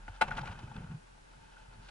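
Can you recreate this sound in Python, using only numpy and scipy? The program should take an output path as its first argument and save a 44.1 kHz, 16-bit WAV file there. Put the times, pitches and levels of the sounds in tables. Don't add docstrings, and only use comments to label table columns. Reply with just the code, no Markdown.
import sys
import numpy as np
from scipy import signal
from scipy.fft import rfft, irfft
from scipy.io import wavfile

SR = 44100
rng = np.random.default_rng(int(sys.argv[2]) if len(sys.argv) > 2 else 0)


def int16_out(signal):
    q = np.round(np.clip(np.atleast_2d(signal).T, -1, 1) * 32767)
    wavfile.write(sys.argv[1], SR, q.astype(np.int16))


N = 83790
TIME = np.arange(N) / SR

# pitch in Hz, strength in dB.
WIND_MID_COLOUR = [(120, 3.5), (300, 1.5), (600, -1.5), (1000, 0), (3100, -3.5), (5000, -6), (11000, -12)]
WIND_SIDE_COLOUR = [(30, -48), (120, -6), (300, -0.5), (1000, -4.5), (2100, -11), (3100, -16), (8000, -23),
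                    (11000, -32.5)]
# time in seconds, level in dB.
HUM_LEVELS = [(0, -51), (.13, -49.5), (.21, -55.5), (.34, -45.5), (.57, -60), (.73, -59), (.8, -53),
              (.88, -61), (1.58, -61.5), (1.9, -55.5)]
RUMBLE_LEVELS = [(0, -64.5), (.2, -75), (.24, -48.5), (.45, -48), (.6, -54), (.72, -53), (.79, -44),
                 (.86, -53.5), (.95, -54), (1.01, -67), (1.3, -67), (1.39, -63), (1.58, -69), (1.8, -57.5),
                 (1.9, -69.5)]
SCRAPE_LEVELS = [(0, -69), (.215, -68.5), (.235, -53), (.42, -55), (.5, -58), (.57, -62.5), (.72, -65),
                 (.78, -60.5), (.85, -66), (.93, -65), (1.0, -77), (1.22, -75.5), (1.9, -74.5)]
RUB_LEVELS = [(0, -67), (.2, -57), (.3, -61), (.7, -56.5), (1.2, -83), (1.3, -67), (1.52, -61), (1.6, -57),
              (1.68, -68), (1.9, -67)]
# pitch in Hz, strength in dB.
RUMBLE_COLOUR = [(20, -5), (45, -6.5), (90, -1), (150, -1), (220, -5.5), (300, -16), (450, -15.5),
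                 (900, -65)]
GRIT_COLOUR = [(150, 11), (400, 0), (800, 7), (1400, 12), (2000, 1.5), (2800, 0.5), (4500, -18),
               (7000, -39), (11000, -63)]
CRACK_COLOUR = [(150, -31), (400, -2.5), (800, 8), (1500, -2), (2500, -1.5), (4500, -12.5), (6500, -20),
                (9800, -19), (11000, -35.5)]
CRISP_COLOUR = [(1500, -19), (3000, 13.5), (4500, 8.5), (7000, -2), (11000, -30)]
# pitch in Hz, level in dB, seconds to fade by 60 dB,
# how much louder on the left in dB.
WOOD_NOTES = [(391, -29.5, 0.11, 1), (520.7, -13.5, 0.061, 6.5), (717.5, -10.5, 0.081, 3),
              (786.3, -6.5, 0.059, 1.5), (879, -5.5, 0.038, 6.5), (1142, -15, 0.079, 1),
              (1270, -1, 0.007, -3.5), (1457.6, -2, 0.032, 0.5), (2074, -10, 0.024, -7),
              (2435, -17.5, 0.05, -16), (2671, -23, 0.079, 10.5), (3120, -18.5, 0.031, -5),
              (3410, -27, 0.04, 1), (4028, -26, 0.059, 3)]
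# pitch in Hz, width in Hz, boost in dB.
SCRAPE_RINGS = [(590, 130, 12), (860, 180, 13), (1310, 75, 2.5), (2544, 89, 8.5)]
RUB_RINGS = [(888, 80, 11.2), (1460, 220, 5.2), (2565, 134, 6.4), (2950, 100, 4.8)]
# start in seconds, strength of the blow in dB,
# level of its splintery crack in dB, pitch the blow favours in Hz.
RAMP_KNOCKS = [(0.0792, -47, -48.5, 1810), (0.0838, -52, -67, 1100), (0.2105, -27.5, -34.5, 5150),
               (0.2128, -21.5, -27, 5070), (0.2196, -19.5, -40.5, 4950), (0.3128, -36.5, -72, 1670),
               (0.4315, -46.5, -54.5, 930), (0.7135, -51, -62, 1070), (1.177, -70, -66, 1550),
               (1.5665, -60.5, -88, 1500)]
# middle in seconds, half length in seconds, pitch in Hz, peak level in dB.
FRAME_BUMPS = [(.085, 0.0039, 280, -49.5), (0.105, 0.012, 92, -42.5), (0.225, 0.003, 206, -36.5),
               (0.308, 0.0048, 127, -56), (.344, 0.044, 137.5, -45), (.398, 0.0096, 142, -38.5),
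               (0.422, 0.013, 138, -36.5), (.464, 0.01, 160, -50.5), (.505, 0.0095, 97, -35.5),
               (.534, 0.015, 137, -49), (0.634, 0.0024, 285, -43.5), (.645, 0.0065, 104, -34.5),
               (0.708, 0.0095, 130, -44.5), (.759, 0.0026, 200, -41), (.783, 0.017, 159.6, -39),
               (.847, 0.0082, 143, -37.5), (0.898, 0.0079, 116, -37), (.915, 0.029, 229, -50.5),
               (.926, 0.03, 165.7, -39.5), (.948, 0.0098, 139, -35.5), (.968, 0.024, 161, -47),
               (1.373, 0.011, 125, -58.5), (1.69, 0.005, 100, -48), (1.788, 0.017, 128, -54)]
# middle in seconds, half length in seconds, strength in dB,
# level of the crisp treble in dB, pitch of the creak in Hz.
CATCHES = [(0.158, 0.018, -62.5, -64.5, 1450), (0.283, 0.005, -52, -65, 2720),
           (0.292, 0.0031, -56, -77, 1440), (0.309, 0.0019, -43.5, -74, 1920),
           (0.321, 0.0052, -50, -55, 1260), (0.354, 0.0021, -67, -58, 2920), (0.373, 0.005, -47, -54, 2710),
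           (0.382, 0.0045, -43.5, -63, 1110), (0.389, 0.0093, -42, -61, 1400),
           (0.416, 0.0053, -63, -54.5, 4700), (0.46, 0.0063, -52, -59, 2080),
           (.476, 0.0071, -50.5, -66, 2500), (0.493, 0.0089, -57, -70, 1900),
           (0.519, 0.013, -56.5, -70, 2700), (0.593, 0.0035, -66, -55.5, 1500),
           (0.766, 0.0031, -55, -74, 3020), (0.921, 0.011, -72, -84, 1540), (1.337, 0.01, -67.5, -90, 1040),
           (1.737, 0.02, -67.5, -72, 1390), (1.853, 0.034, -68, -65, 1480), (1.89, 0.0063, -58, -59, 2470)]
# pitch in Hz, head start in radians.
LEFT_EAR_LEAD = [(100, 0.054), (400, 0.17), (900, 0.86), (1600, 1.03), (3000, 1.05), (9000, 2)]
# pitch in Hz, width in Hz, left level in dB, right level in dB.
CASE_RINGS = [(879.3, 50, 3.5, -10.5), (1464, 197, -3.5, -13), (1586, 79, -3, -2)]


def from_db(db):
    return 10 ** (np.asarray(db) / 20)


def unit_power(x):
    return x / np.sqrt(np.mean(x ** 2) + 1e-20)


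def level(rows):
    return from_db(np.interp(TIME, *np.transpose(rows)))


def across_spectrum(rows):
    hz, value = np.transpose(rows)
    return np.interp(np.log(np.arange(N // 2 + 1) * SR / N + 1), np.log(hz), value)


def colour(x, spectrum):
    return unit_power(irfft(rfft(x) * from_db(across_spectrum(spectrum)), N))


def stereo(mid, side):
    return np.array([mid + side, mid - side])


def drift(rate_hz):
    r = np.exp(-2 * np.pi * rate_hz / SR)
    return unit_power(signal.lfilter([1], [1, -2 * r, r * r], rng.standard_normal(2 * N))[N:])


def swell(middle, half_length):
    return np.exp(-np.minimum(((TIME - middle) / half_length) ** 2, 100))


def resonance(x, hz, width_hz):
    r = np.exp(-np.pi * width_hz / SR)
    feedback = [1, -2 * r * np.cos(2 * np.pi * hz / SR), r * r]
    return signal.lfilter([1, 0, -1], feedback, x) * (1 - r * r) / 2


def wind(mid_db=-66.5, side_db=-62.5):
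    mid = from_db(mid_db) * colour(rng.standard_normal(N), WIND_MID_COLOUR)
    side = from_db(side_db) * colour(rng.standard_normal(N), WIND_SIDE_COLOUR)
    return stereo(mid, side)


def hum(hz=41, waver_share=0.07, flutter_db=2):
    cycles = np.cumsum(hz * (1 + waver_share * drift(8.5))) / SR
    loudness = level(HUM_LEVELS) * from_db(flutter_db * drift(24))
    return np.sqrt(2) * loudness * np.sin(2 * np.pi * cycles)


def rumble():
    return level(RUMBLE_LEVELS) * colour(rng.standard_normal(N), RUMBLE_COLOUR)


def slips(per_second=5000, spread_db=0.5):
    sizes = from_db(spread_db * np.minimum(rng.exponential(1, N), 4))
    signs = rng.choice([-1, 1], N)
    return unit_power(sizes * signs * (rng.random(N) < per_second / SR))


def crunch(spectrum, side_gain):
    return stereo(colour(slips(), spectrum), side_gain * colour(slips(), spectrum))


def uneven_grip(flutter_db=2.5, rate_hz=46.6):
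    return from_db(flutter_db * drift(rate_hz))


def ringing_wood(force):
    out = np.zeros((2, N))
    for k, (hz, db, fade_s, left_db) in enumerate(WOOD_NOTES):
        decay, angle = from_db(-60 / (fade_s * SR)), 2 * np.pi * hz / SR
        feedback = [1, -2 * decay * np.cos(angle), decay * decay]
        ring = signal.lfilter([0, np.sin(angle)], feedback, force + 1e-18)
        ear_gains = from_db([[db + left_db / 2], [db - left_db / 2]])
        out += (-1) ** k * ear_gains * ring
    return out


def scraping(catch_db=-4, wood_db=-20.5):
    pressure = level(SCRAPE_LEVELS) * uneven_grip()
    pressure += sum(from_db(db + catch_db) * swell(middle, half) for middle, half, db, _, _ in CATCHES)
    grit = pressure * crunch(GRIT_COLOUR, side_gain=from_db(-5.5))
    friction = pressure * slips()
    singing = sum(from_db(db) * resonance(friction, hz, width) for hz, width, db in SCRAPE_RINGS)
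    return grit + singing + from_db(wood_db) * ringing_wood(pressure * slips())


def rubbing():
    friction = level(RUB_LEVELS) * uneven_grip() * slips()
    return sum(from_db(db) * resonance(friction, hz, width) for hz, width, db in RUB_RINGS)


def knocks(contact_q=5.2, crack_rise_s=0.001, crack_fade_s=0.07):
    force, crush = np.zeros(N), np.zeros(N)
    for start, db, crack_db, hz in RAMP_KNOCKS:
        click = from_db(db) * (np.arange(N) == int(start * SR))
        w = 2 * np.pi * hz
        spring = signal.bilinear([w * w], [1, w / contact_q, w * w], SR)
        force += signal.lfilter(*spring, click + 1e-18)
        age = np.maximum(TIME - start, 0)
        rise = 1 - np.exp(-age / crack_rise_s)
        crush += rise * from_db(crack_db - 60 * age / crack_fade_s)
    return ringing_wood(force) + crush * crunch(CRACK_COLOUR, side_gain=from_db(-4.5))


def bumps(waver_share=0.085):
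    wavering_time = TIME + waver_share * np.cumsum(drift(27.6)) / SR
    out = np.zeros(N)
    for middle, half, hz, db in FRAME_BUMPS:
        from_middle = wavering_time - np.interp(middle, TIME, wavering_time)
        out += from_db(db) * swell(middle, half) * np.cos(2 * np.pi * hz * from_middle)
    return out


def creaks(ring_db=15, width_share=0.2):
    friction, crisp = slips(), crunch(CRISP_COLOUR, side_gain=0.5)
    out = np.zeros((2, N))
    for middle, half, db, crisp_db, hz in CATCHES:
        burst = swell(middle, half)
        out += from_db(db + ring_db) * resonance(burst * friction, hz, width_share * hz)
        out += from_db(crisp_db) * burst * crisp
    return out


def scene():
    ramp = knocks() + scraping() + creaks() + rubbing()
    ear_phases = across_spectrum(LEFT_EAR_LEAD) * np.array([[0.5], [-0.5]])
    ramp = irfft(rfft(ramp) * np.exp(1j * ear_phases), N)
    return ramp + bumps() + rumble() + hum() + wind()


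def record(dry):
    hollow = sum(from_db([[left_db], [right_db]]) * resonance(dry, hz, width)
                 for hz, width, left_db, right_db in CASE_RINGS)
    treble_cut = signal.ellip(10, 0.1, 70, 11000, fs=SR, output="sos")
    return signal.sosfilt(treble_cut, dry + hollow)


dry = scene()
out = record(dry)
int16_out(out)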